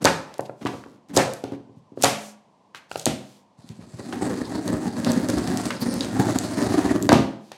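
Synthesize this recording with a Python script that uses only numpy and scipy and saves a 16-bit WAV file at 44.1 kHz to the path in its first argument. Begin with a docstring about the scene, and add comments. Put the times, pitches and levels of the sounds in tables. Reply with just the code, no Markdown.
"""A sharp crack and a slap on cardboard: scissors snip a taut plastic packing band, which flails against a
big box in a living room. Two more bands follow. A blade then pierces the sealing tape and is dragged along
the seam: the tape crackles as it splits and the top panel drones as the blade catches, until the flap
springs up with a burst of knocks. One close microphone, the same in both channels."""
import sys
import numpy as np
from scipy import signal
from scipy.fft import rfft, irfft
from scipy.io import wavfile
from scipy.ndimage import uniform_filter1d

SR = 44100
rng = np.random.default_rng(int(sys.argv[2]) if len(sys.argv) > 2 else 0)


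def persist_wave(psi):
    """Save psi, clipped to +-1, as 16-bit WAV."""
    counts = np.round(np.clip(psi, -1, 1) * 32767).astype(np.int16)
    wavfile.write(sys.argv[1], SR, np.atleast_2d(counts).T)


N = 333893
TIME = np.arange(N) / SR
AGE = TIME[:N // 20]   # seconds since a hit

# Levels in the tables are relative: each layer's filters and faders come after them.
# Colour of the room tone and of the reverb. Each row: frequency in Hz, level in dB.
ROOM_TONE = [(40, -27), (100, -10), (200, 1.5), (380, -9), (550, -4.5), (750, -6), (1030, -3),
             (1350, -23.5), (2500, -23.5), (5500, -27.5), (9000, -33), (16000, -54.5)]
REVERB_COLOUR = [(50, -6), (120, 2), (300, 4.5), (600, 2.5), (1200, 1), (2500, -1.5), (4500, -7),
                 (8000, -9.5), (11000, -9), (16000, -23)]
# Reverb decay. Each row: frequency in Hz, seconds to fall 60 dB.
REVERB_DECAY = [(60, 0.42), (200, 0.44), (500, 0.5), (1500, 0.48), (4000, 0.42), (8000, 0.38), (16000, .3)]

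# Hands rub the board. Each row: midpoint and length in seconds, level in dB, centre in Hz.
HAND_RUBS = [(0.027, 0.053, -30.5, 215), (.626, 0.044, -30.5, 235), (0.928, 0.21, -53, 230),
             (1.111, 0.067, -38.5, 250), (1.154, .06, -27.5, 180), (1.539, .08, -39.5, 270),
             (2.018, 0.078, -34, 260), (3.823, 0.086, -44.5, 130)]
# Handled bands rustle. Each row: midpoint and length in seconds, level in dB.
BAND_RUSTLES = [(0.63, 0.027, -61), (0.902, 0.22, -65.5), (1.784, 0.07, -71), (1.99, .08, -59),
                (2.927, .09, -48), (2.997, .16, -41.5)]
# Hands shift on the box. Each row: start and end in seconds, level in dB.
HAND_SHIFTS = [(1.69, 1.8, -44), (3.574, 3.69, -39.5), (3.78, 4.1, -35.5)]
# Bands, blades and hands slide on the board; the flap flexes and puffs air.
# Each row: midpoint and length in seconds, level in dB, centre and width in Hz.
BOARD_SLIDES = [(.027, 0.03, -39, 6300, 5600), (0.31, 0.33, -49.5, 500, 402),
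                (0.46, 0.029, -47, 3500, 2500), (.72, 0.38, -52.5, 4800, 5700),
                (1.155, .05, -34.5, 8000, 5000), (1.27, .24, -31, 530, 27), (1.21, 0.11, -27.5, 1800, 920),
                (2.25, 0.24, -44.5, 6700, 4700), (1.1, .04, -59, 5000, 6000),
                (2.77, 0.066, -44, 1945, 1790), (3.3, 0.36, -56.5, 4100, 6120),
                (4.73, 0.024, -38, 7970, 420), (5.826, 0.056, -33, 4500, 500),
                (5.82, 0.047, -33, 12500, 3500), (6.025, 0.066, -39, 4000, 460),
                (6.59, 0.033, -37, 1800, 160), (6.9, 0.035, -32.5, 1900, 160), (6.82, 0.31, -35, 710, 570),
                (7.48, 0.26, -59, 3300, 5200)]
FLAP_PUFFS = [(3.11, 0.18, -45, 63, 45), (5.37, 0.14, -34, 64, 27), (7.17, 0.22, -34, 49, 27),
              (7.13, 0.1, -14.5, 293, 44)]

# Modes of the big panels, the hand-damped blades and the scissor shanks held in the fist.
# Each row: frequency in Hz, level in dB, seconds to fall 60 dB.
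PANEL_RING = [(100, -5.5, 0.09), (126.9, 0.5, 0.29), (156, -0.5, 0.36), (208.5, -6, 0.66)]
BLADE_RING = [(3850, -7, .009), (4600, 0, .007), (6550, 1, .005), (8000, -2, .005), (11300, -15, .003)]
SHANK_RING = [(1480, 0, .011), (2750, 0, .007), (4300, -2, .004), (7500, -3, .002)]
# Resonances of the box walls. Each row: centre and width in Hz, level in dB.
WALL_RESONANCES = [(254, 87, 1.5), (550, 30, -3.5), (770, 110, -6.5), (1100, 120, -10.5), (1620, 800, -5),
                   (2730, 850, -6.5)]
# Loose bands, scissors and flap hit the box.
# Each row: start in seconds, level in dB, pitch of the dent in Hz, surface crack in dB.
BOX_KNOCKS = [(0.651, -18.5, 300, -27.5), (.659, -20.5, 1000, -31), (.666, -16.5, 940, -26),
              (.671, -25, 294, -25.5), (0.737, -21.5, 395, -44), (.861, -31.5, 383, -49),
              (1.438, -19.5, 400, -28), (1.520, -22.5, 321, -40.5), (1.919, -37, 272, -63),
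              (2.747, -28, 1300, -32), (3.065, -11.5, 574, -12.5), (3.072, -15.5, 270, -17.5),
              (3.697, -31, 153, -50), (4.126, -23.5, 1210, -28), (5.705, -15.5, 1240, -18),
              (7.091, -3, 700, -17), (7.0935, -9, 290, -34), (7.119, -1.5, 636, -13),
              (7.127, -1.5, 294, -8), (7.134, -9.5, 764, -32), (7.517, -31.5, 720, -28.5)]
# Scissors tap the stiff edge of the box.
# Each row: start in seconds, level in dB, pitch of the dent in Hz, steel ring in dB.
EDGE_TAPS = [(0.3936, -10.5, 614, -32), (0.4951, -20, 560, -47), (.838, -32, 1340, -40),
             (1.974, -20, 427, -48), (2.914, -23.5, 700, -19.5), (2.957, -16, 594, -20)]
# The blades tick. Each row: start in seconds, level in dB, brightness in dB per octave.
BLADE_TICKS = [(2.996, -17, 9), (3.0567, -1, 12), (4.678, -15.5, 7), (5.1177, -13, 23), (5.94, -18, 34),
               (6.0077, -11, -24), (6.3864, -7, 14), (7.025, -13.5, 22), (7.091, -3.5, -7)]
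# Plastic and tape crack on their own. Each row: start in seconds, level in dB, centre in Hz.
STRAY_CRACKS = [(.340, -29, 4460), (.381, -32, 7900), (.407, -27.5, 7920), (1.086, -48, 5950),
                (1.335, -20.5, 8200), (2.013, -24, 7080), (2.018, -22, 6980), (2.756, -33, 3470),
                (2.977, -26.5, 9030), (3.69, -30.5, 4000), (5.0462, -13.5, 3940), (5.133, -24, 4000),
                (5.2862, -16.5, 6000), (5.2992, -16, 5900), (5.384, -20.5, 4800), (5.474, -17, 4300),
                (5.5728, -13, 5600), (5.615, -21, 6000), (5.655, -18, 5000), (5.66, -22, 8000),
                (5.992, -27, 4420), (6.046, -23, 3700)]

# The blade's ride along the seam. Each row: time in seconds, push on the panel in dB, tape hiss in dB.
SEAM_LEVELS = [(3.6, -64, -61.5), (3.69, -68, -55), (3.77, -68, -61), (4.05, -46, -48),
               (4.15, -32.5, -45.5), (4.46, -33.5, -43.5), (4.72, -28.5, -45), (4.92, -32.5, -45),
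               (5.11, -22, -36.5), (5.27, -28.5, -43), (5.30, -27, -37), (5.40, -24.5, -39),
               (5.52, -24.5, -39), (5.72, -32.5, -38), (5.79, -39, -47.5), (5.82, -24.5, -39),
               (6.05, -34, -38.5), (6.14, -25, -41.5), (6.42, -26.5, -35), (6.95, -26, -39.5),
               (7.06, -21.5, -61)]
# The top panel drones lowest at its slack middle. Each row: time in seconds, pitch in Hz.
DRONE_PITCH = [(3.95, 274), (4.8, 278), (5.12, 245), (5.4, 276), (5.81, 256.6), (6.47, 290), (7.06, 295)]
# Steel scrapes on tape, tuned by the slant of the blade. Each row: time in seconds, pitch in Hz.
SCRAPE_PITCH = [(4.2, 7940), (5.7, 8200), (5.9, 9300), (6.3, 7240), (6.6, 8700), (6.95, 7100)]
# Colours of the drag: panel rumble, board rasp, tape hiss. Each row: frequency in Hz, level in dB.
RUMBLE_EQ = [(45, -38), (65, -8), (90, -7), (112, 14.5), (140, -5), (190, 10.5), (260, -9), (400, -31.5)]
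RASP_EQ = [(250, 6), (390, 13), (500, 4.5), (650, 0.5), (850, 2), (1150, -2), (1400, -7), (1850, -4.5),
           (2400, -25.5), (3500, -31), (6000, -83)]
HISS_EQ = [(1500, 6.5), (2500, 5), (3300, 2), (4400, 6), (5400, 5.5), (6400, 8.5), (8000, 4.5), (10000, 5),
           (12500, -6), (16000, -12)]
# The blade snags in the board. Each row: midpoint in seconds, panel swing in dB, rasp in dB.
BLADE_SNAGS = [(3.999, -39.5, -35), (4.093, -32, -45), (4.135, -30, -33), (4.175, -27.5, -40),
               (4.223, -37, -24), (4.255, -26, -37), (4.276, -28, -32), (4.307, -25, -31), (4.34, -30, -46),
               (4.385, -26, -45), (4.415, -25.5, -36), (4.52, -26.5, -37), (4.553, -27, -33),
               (4.59, -24, -35), (4.685, -30, -30), (4.729, -26, -37.5), (4.757, -27.5, -42),
               (4.822, -31, -42), (4.973, -24.5, -32.5), (5.072, -17.5, -25.5), (5.106, -15.5, -28),
               (5.176, -13.5, -32), (5.295, -31, -28), (5.34, -19.5, -38), (5.389, -29, -38),
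               (5.525, -25, -46), (5.832, -23, -35), (5.888, -21, -38), (6.012, -22.5, -34),
               (6.166, -23.5, -31), (6.227, -24, -34), (6.289, -37, -34), (6.597, -23.5, -31.5),
               (6.614, -24, -29), (6.668, -26, -25.5), (6.746, -27, -29), (6.786, -12.5, -23.5),
               (6.854, -19, -23.5), (6.915, -16.5, -25), (6.952, -20, -35)]
# A tape snap timed after all other events, past the end of the track, so it is not heard.
# One row: break time in seconds, level in dB, build-up in seconds.
LATE_TAPE_SNAP = (8.4, -7, 0.0028)
# Scissors go through a band. Each row: break time in seconds, crack in dB, build-up in seconds,
# lead of the bite in seconds, bite in dB, blade brightness in dB per octave, box recoil in dB,
# recoil pitch in Hz, slap in dB, slap pitch in Hz.
BAND_SNIPS = [(0.049, -1.5, 0.00092, 0.0064, -10.5, 0.5, -3, 480, -5.5, 870),
              (1.1694, -9.5, 0.0045, 0.0048, -6.5, 5, -4, 450, -8, 760),
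              (2.0393, -3, 0.0032, 0.016, -7.5, 1, -5, 564, -12, 760)]


def from_db(db):
    """Decibels to gain."""
    return 10 ** (np.asarray(db) / 20)


def unit_rms(x):
    """Scale to unit power."""
    return x / np.sqrt(np.mean(x ** 2) + 1e-20)


def unit_peak(x):
    """Scale to a peak of one."""
    return x / np.max(np.abs(x))


def at_hz(points, hz):
    """Read a table on a log-frequency axis."""
    table = np.array(points)
    return np.interp(np.log(hz + 1), np.log(table[:, 0]), table[:, 1])


def add(track, s, sound):
    """Mix a sound into the track from time s on."""
    start = max(round(s * SR), 0)
    track[start:start + len(sound)] += sound[:N - start]


def cut(x, hz, kind, order=2):
    """Butterworth filter."""
    return signal.sosfilt(signal.butter(order, np.clip(hz, 10, .48 * SR), kind, fs=SR, output="sos"), x)


def resonance(x, hz, width_hz):
    """Two-pole resonance with gain 1 at its peak."""
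    r = np.exp(-np.pi * width_hz / SR)
    poles = [1, -2 * r * np.cos(2 * np.pi * hz / SR), r * r]
    return signal.lfilter(np.array([1, 0, -1]) * (1 - r * r) / 2, poles, x + 1e-18)


def gliding_resonance(x, hz, width_hz):
    """A resonance that follows a pitch curve."""
    carrier = np.exp(2j * np.pi * np.cumsum(hz) / SR)
    return np.real(carrier * cut(x / carrier, width_hz / 2, "low"))


def coloured(x, eq):
    """EQ a steady texture and bring it to unit power."""
    return unit_rms(irfft(rfft(x) * from_db(at_hz(eq, np.fft.rfftfreq(N, 1 / SR))), N))


def levelled(x, span_s):
    """Ride the gain to unit power over each span, so only quick flutter stays."""
    return x / np.sqrt(np.abs(uniform_filter1d(x ** 2, int(span_s * SR))) + 1e-9)


def wander(per_s):
    """A drifting control: ramps between random values of unit spread."""
    knots = rng.standard_normal(int(per_s * N / SR) + 2)
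    return np.interp(TIME * per_s, np.arange(len(knots)), knots)


def slips(per_s, spread_db):
    """Stick and slip: random clicks of very uneven size."""
    sizes = from_db(spread_db * np.minimum(rng.exponential(1, N), 4)) * rng.choice([-1, 1], N)
    return sizes * (rng.random(N) < per_s / SR)


def struck(modes, spread_db, detune):
    """One hit: every mode rings with a strength and tuning of its own."""
    hz, db, t60 = np.array(modes).T[:, :, None]
    strength, tuning = rng.standard_normal((2, len(modes), 1))
    decays = from_db(db + spread_db * strength - 60 * AGE / t60)
    return np.sum(decays * np.sin(2 * np.pi * hz * (1 + detune * tuning) * AGE), axis=0)


def smeared_click(transit_s):
    """A click runs to and fro in thin material: spread in time, flat in spectrum."""
    click = signal.unit_impulse(len(AGE))
    for lag in np.ceil(rng.uniform(.3, 1, 4) * transit_s * SR).astype(int):
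        allpass = np.r_[1, np.zeros(lag), .5]
        click = signal.lfilter(allpass[::-1], allpass, click + 1e-18)
    return click


def room_tone():
    """The bed: faint, dark noise of a quiet room."""
    return from_db(-60.5) * coloured(rng.standard_normal(N), ROOM_TONE)


def room_response(first_echo_s=.00083, build_s=.0081):
    """Dense echoes off near walls, dying band by band."""
    edges = np.geomspace(40, 18000, 25)
    late = np.maximum(TIME[:SR] - first_echo_s, 0)
    fade_in = 1 - np.exp(-late / build_s)
    white, out = rng.standard_normal((2, SR)), 0
    for k, (low, high) in enumerate(zip(edges, edges[1:])):
        hz = np.sqrt(low * high)
        band = cut(white[k % 2], [low, high], "band") * from_db(-60 * late / at_hz(REVERB_DECAY, hz))
        band *= fade_in
        unity_gain = np.sqrt(2 * (high - low) / SR / np.sum(band ** 2))
        out += band * unity_gain * from_db(at_hz(REVERB_COLOUR, hz))
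    return out


def room_reverb(send, positions=6):
    """Echo patterns crossfade as the sources move along the box."""
    out, place = np.zeros(N), np.linspace(0, positions - 1, N)
    for k in range(positions):
        near = np.flatnonzero(np.abs(place - k) < 1)
        crossfade = np.cos(np.pi / 2 * (place[near] - k))
        add(out, TIME[near[0]], signal.fftconvolve(send[near] * crossfade, room_response()))
    return out


def crack_wash(send, level_db=-1, build_s=.0074):
    """The room smears a crack into noise: each band stores its energy and lets it die away."""
    edges = np.geomspace(700, 17000, 11)
    white, out = rng.standard_normal((2, N)), 0
    for k, (low, high) in enumerate(zip(edges, edges[1:])):
        hz = np.sqrt(low * high)
        energy = cut(send + 1e-9, [low, high], "band") ** 2 + 1e-18
        release, attack = from_db(-120 / (at_hz(REVERB_DECAY, hz) * SR)), np.exp(-1 / (build_s * SR))
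        for pole in (release, attack):
            energy = signal.lfilter([1 - pole], [1, -pole], energy)
        noise = unit_rms(cut(white[k % 2], [low, high], "band"))
        out += from_db(level_db + at_hz(REVERB_COLOUR, hz)) * np.sqrt(energy) * noise
    return out


def rubs_and_rustles():
    """Skin creeps over the board in tiny slips and loose bands crinkle; each move swells and fades."""
    creep, crinkle = slips(per_s=1500, spread_db=2.5), slips(per_s=1600, spread_db=4)
    crinkle = levelled(cut(resonance(crinkle, 4200, width_hz=6000), 1100, "high"), span_s=.079)
    rubs = [(*row, levelled(resonance(creep, hz, width_hz=76), span_s=.053)) for *row, hz in HAND_RUBS]
    rustles = [(*row, crinkle) for row in BAND_RUSTLES]
    out = np.zeros(N)
    for s, length_s, db, friction in rubs + rustles:
        swell, start = signal.windows.hann(int(length_s * SR)), int(s * SR)
        add(out, s - length_s / 2, from_db(db) * swell * friction[start:start + len(swell)])
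    return out


def swishes(rows):
    """Friction or moving air: noise swells and fades in one resonance."""
    out = np.zeros(N)
    for s, length_s, db, hz, width_hz in rows:
        swell = signal.windows.hann(int(length_s * SR))
        friction = resonance(rng.standard_normal(SR), hz, width_hz)[-len(swell):]
        add(out, s - length_s / 2, from_db(db) * swell * unit_rms(friction))
    return out


def hand_bump_cues(gap_s=.064, hz=190, spread_db=5.5):
    """Soft, uneven bumps on the box while the hands shift."""
    cues = []
    for start, end, db in HAND_SHIFTS:
        for k, (late, strength, pitch) in enumerate(rng.uniform(-1.2, 1, (8, 3))):
            s = start + gap_s * (k + .5 * abs(late))
            if s < end:
                cues.append((s, db + spread_db * strength, hz * 2 ** (.5 * pitch)))
    return cues


def cardboard_knocks(cues, dent_cycles, rattle_db, rattle_s, swing_db, walls_db, low_cut_hz):
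    """The board dents and springs back; its flutes rattle and the big panels swing on."""
    dents, panels = np.zeros(N), np.zeros(N)
    for s, db, hz in cues:
        dent = unit_peak(np.sin(2 * np.pi * hz * AGE) * AGE * np.exp(-AGE * hz / dent_cycles))
        rattle = unit_rms(resonance(rng.standard_normal(len(AGE)), hz, hz)) * np.exp(-AGE / rattle_s)
        add(dents, s, from_db(db) * cut(dent + from_db(rattle_db) * rattle, 3.5 * hz, "low", order=4))
        panel_db = db + swing_db - 6 * np.log2(hz / 303.5)   # broad, low dents swing the panels most
        add(panels, s, from_db(panel_db) * struck(PANEL_RING, spread_db=2, detune=.03))
    walls = sum(from_db(db + walls_db) * resonance(dents, hz, width) for hz, width, db in WALL_RESONANCES)
    return cut(dents + panels + walls, low_cut_hz, "high", order=5)   # the box radiates little deep bass


def scissor_taps():
    """Scissors knock on the stiff edge of the box and their shanks ring briefly."""
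    out = cardboard_knocks([row[:3] for row in EDGE_TAPS], dent_cycles=.37, rattle_db=-17, rattle_s=.006,
                           swing_db=-21, walls_db=-7, low_cut_hz=110)
    for s, _, _, db in EDGE_TAPS:
        ring = struck(SHANK_RING, spread_db=2, detune=.02)
        add(out, s, from_db(db) * unit_peak(signal.fftconvolve(smeared_click(transit_s=.0005), ring)))
    return out


def blade_clacks(cues):
    """Steel meets steel, chatters for an instant and rings briefly."""
    out = np.zeros(N)
    for s, db, tilt in cues:
        modes = [(hz, level + tilt * np.log2(hz / BLADE_RING[0][0]), t60) for hz, level, t60 in BLADE_RING]
        ring = struck(modes, spread_db=1, detune=.035)
        chatter = signal.fftconvolve(smeared_click(transit_s=.0002), ring)
        add(out, s, from_db(db) * unit_peak(cut(chatter, 3200, "high", order=3)))
    return out


def cracks(cues, transit_s, width_ratio, low_cut_hz):
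    """Plastic, tape or the board's surface cracks in tiny, wide-band bursts."""
    out = np.zeros(N)
    for s, db, hz in cues:
        add(out, s, from_db(db) * unit_peak(resonance(smeared_click(transit_s), hz, width_ratio * hz)))
    return cut(out, low_cut_hz, "high", order=1)


def tape_split_cues(per_s=12, over_hiss_db=3.5, spread_db=5, hz=7300):
    """The tape splits ahead of the blade at random moments, riding the level of its hiss."""
    s, _, hiss_db = np.transpose(SEAM_LEVELS)
    wait, strength, pitch = rng.random((80, 3)).T
    times = s[0] + np.cumsum(-np.log(1 - wait)) / per_s
    db = np.interp(times, s, hiss_db) + over_hiss_db + spread_db * (2 * strength - 1)
    return [cue for cue in zip(times, db, hz * 2 ** (2 * pitch - 1)) if cue[0] < s[-1]]


def stroke(rows):
    """Automation for the drag: blade contact from 0 to 1, then a curve for each column after the time."""
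    s, *columns = np.transpose(rows)
    contact = np.interp(TIME, [s[0] - .03, s[0], s[-1], s[-1] + .027], [0, 1, 1, 0])
    return [contact] + [np.interp(TIME, s, column) for column in columns]


def snags(length_s=.0299):
    """Each snag swings the panel for a few cycles near its drone pitch and lifts the rasp's envelope."""
    swings, rasp_lift, swell = np.zeros(N), np.zeros(N), signal.windows.hann(int(length_s * SR))
    for s, swing_db, rasp_db in BLADE_SNAGS:
        hz = np.interp(s, *np.transpose(DRONE_PITCH)) * (1 + .043 * rng.standard_normal())
        tone = np.sqrt(2) * np.sin(2 * np.pi * hz * AGE[:len(swell)])
        add(swings, s - length_s / 2, from_db(swing_db) * swell * tone)
        add(rasp_lift, s - length_s / 2, from_db(rasp_db) * swell)
    return swings, rasp_lift


def panel_drone(catches):
    """The catching blade shakes the top panel: a gliding drone over a rumble."""
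    pressing, pitch = stroke(DRONE_PITCH)
    drone = levelled(gliding_resonance(catches, pitch, width_hz=154), span_s=.0475)
    rumble = levelled(coloured(catches, RUMBLE_EQ), span_s=.076)
    return pressing * (from_db(-5) * drone + from_db(-8.5) * rumble)


def board_rasp(catches, grains):
    """The blade rasps on cardboard, with a hollow note from the gap under the flap."""
    gap_hz = 620 * np.exp(.18 * wander(per_s=13))
    hollow = unit_rms(gliding_resonance(catches, gap_hz, width_hz=172))
    return levelled(coloured(catches + .5 * grains, RASP_EQ) + from_db(-7) * hollow, span_s=.029)


def tape_hiss(grains):
    """Tape parts in fine grains while the steel grips it and lets go by turns."""
    _, pitch = stroke(SCRAPE_PITCH)
    hiss = levelled(coloured(grains, HISS_EQ), span_s=.3)
    for ratio in (1, .548):   # the blade's pitch and a lower mode
        grip = from_db(-14 + 6 * wander(per_s=22))
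        hiss += grip * unit_rms(gliding_resonance(grains, ratio * pitch, width_hz=1840))
    return hiss


def seam_drag(lurch_db=.5, judder_db=4, spurt_db=1.3, rasp_follows_push=.59):
    """The blade is dragged down the seam; returns the panel's low end and the scrape above it."""
    cutting, push_db, tape_db = stroke(SEAM_LEVELS)
    push_db += lurch_db * wander(per_s=16)   # the hand advances in small jerks
    board_db = tape_db + rasp_follows_push * (push_db - tape_db)
    judder = from_db(judder_db * wander(per_s=50))   # the blade sticks and runs free by turns
    catches = unit_rms(slips(per_s=600, spread_db=3))
    grains = unit_rms(unit_rms(slips(per_s=4500, spread_db=3.8)) + .25 * catches)
    rasp = board_rasp(catches, grains)
    swings, snag_lift = snags()
    hiss = tape_hiss(grains)
    spurts = from_db(tape_db - 2.5 + spurt_db * wander(per_s=27))   # the tape tears in spurts
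    rasp_gain = judder * from_db(board_db - 3) + snag_lift
    hiss_gain = np.sqrt(judder) * spurts + from_db(-16) * snag_lift
    panel = judder * from_db(push_db) * panel_drone(catches) + swings
    return panel, cutting * (rasp_gain * rasp + hiss_gain * hiss)


def blade_entry_cues(bite_lengths=4.1, db=-53, hz=6000, width_hz=5000):
    """Steel hisses under the band into each snip; the slower the bite, the longer the hiss."""
    return [(s - bite_lengths * bite_s / 2, bite_lengths * bite_s, db, hz, width_hz)
            for s, _, _, bite_s, *_ in BAND_SNIPS]


def snip_cues(bite_hz=7000, recoil_lead_s=.001, shut_lag_s=.0042, slap_gap_s=.006, slap_loss_db=1.5):
    """The blades bite, the box recoils, the band breaks, the blades shut and the freed band flails."""
    breaks, shuts, bites, hits = [], [], [], []
    for s, db, build_s, bite_s, bite_db, tilt, recoil_db, recoil_hz, slap_db, slap_hz in BAND_SNIPS:
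        breaks.append((s, db, build_s))
        shuts.append((s + shut_lag_s, .5, tilt))
        bites.append((s - bite_s, bite_db, bite_hz))
        hits.append((s - recoil_lead_s, recoil_db, recoil_hz))
        for k, (late, pitch) in enumerate(rng.uniform(-1, 1, (6, 2))):
            slap_s = s + slap_gap_s * (k + 1 + .25 * late)
            hits.append((slap_s, slap_db - slap_loss_db * k, slap_hz * 2 ** (.45 * pitch)))
    return breaks, shuts, bites, hits


def plastic_snaps(cues, release_s=.00077, fizz_db=-13.5, lead_s=.02):
    """Fibres part in a steep crescendo until the strip lets go."""
    out = np.zeros(N)
    for s, db, build_s in cues:
        swell = np.exp(np.minimum((AGE - lead_s) / build_s, (lead_s - AGE) / release_s))
        fibres = rng.standard_normal(len(AGE)) * swell
        snap = resonance(fibres, 5540, width_hz=3600) + from_db(fizz_db) * fibres
        add(out, s - lead_s, from_db(db) * unit_peak(snap))
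    return out


def scene():
    """Mix the close sources with their reverb and the room tone, the same in both channels."""
    breaks, shuts, bites, hits = snip_cues()
    hits += [row[:3] for row in BOX_KNOCKS] + hand_bump_cues()
    snaps = plastic_snaps(breaks + [LATE_TAPE_SNAP])
    steel = blade_clacks(shuts + list(BLADE_TICKS))
    split_cues = bites + list(STRAY_CRACKS) + tape_split_cues()
    splits = cracks(split_cues, transit_s=.00044, width_ratio=.8, low_cut_hz=1000)
    surface_cues = [(s, db, 3440) for s, _, _, db in BOX_KNOCKS]   # a bright edge on each knock
    surface = cracks(surface_cues, transit_s=.0008, width_ratio=1, low_cut_hz=908)
    box = cardboard_knocks(hits, dent_cycles=.36, rattle_db=-11.5, rattle_s=.011,
                           swing_db=-20, walls_db=-1.5, low_cut_hz=83)
    taps = scissor_taps()
    panel, scrape = seam_drag()
    panel += swishes(FLAP_PUFFS)
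    slides = from_db(-1) * swishes(list(BOARD_SLIDES) + blade_entry_cues())
    friction = scrape + slides + rubs_and_rustles()
    direct = snaps + steel + splits + surface + box + taps + panel + friction
    wash_send = from_db(8.5) * snaps + from_db(-1) * steel + from_db(3) * splits + from_db(5) * surface
    reverb_send = (from_db(-11.5) * steel + from_db(-6.5) * box + from_db(-9.5) * taps
                   + from_db(-13) * panel + from_db(-6) * friction)
    return np.tile(direct + crack_wash(wash_send) + room_tone() + room_reverb(reverb_send), (2, 1))


def record(dry):
    """The microphone drops the deep bass, dulls the treble, rounds the highest peaks and cuts the top."""
    heard = cut(cut(dry, 56, "high", order=6), 9700, "low", order=1)
    top_cut = signal.ellip(10, .1, 90, 16000, fs=SR, output="sos")
    return signal.sosfilt(top_cut, np.tanh(heard))


dry = scene()
out = record(dry)
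persist_wave(out)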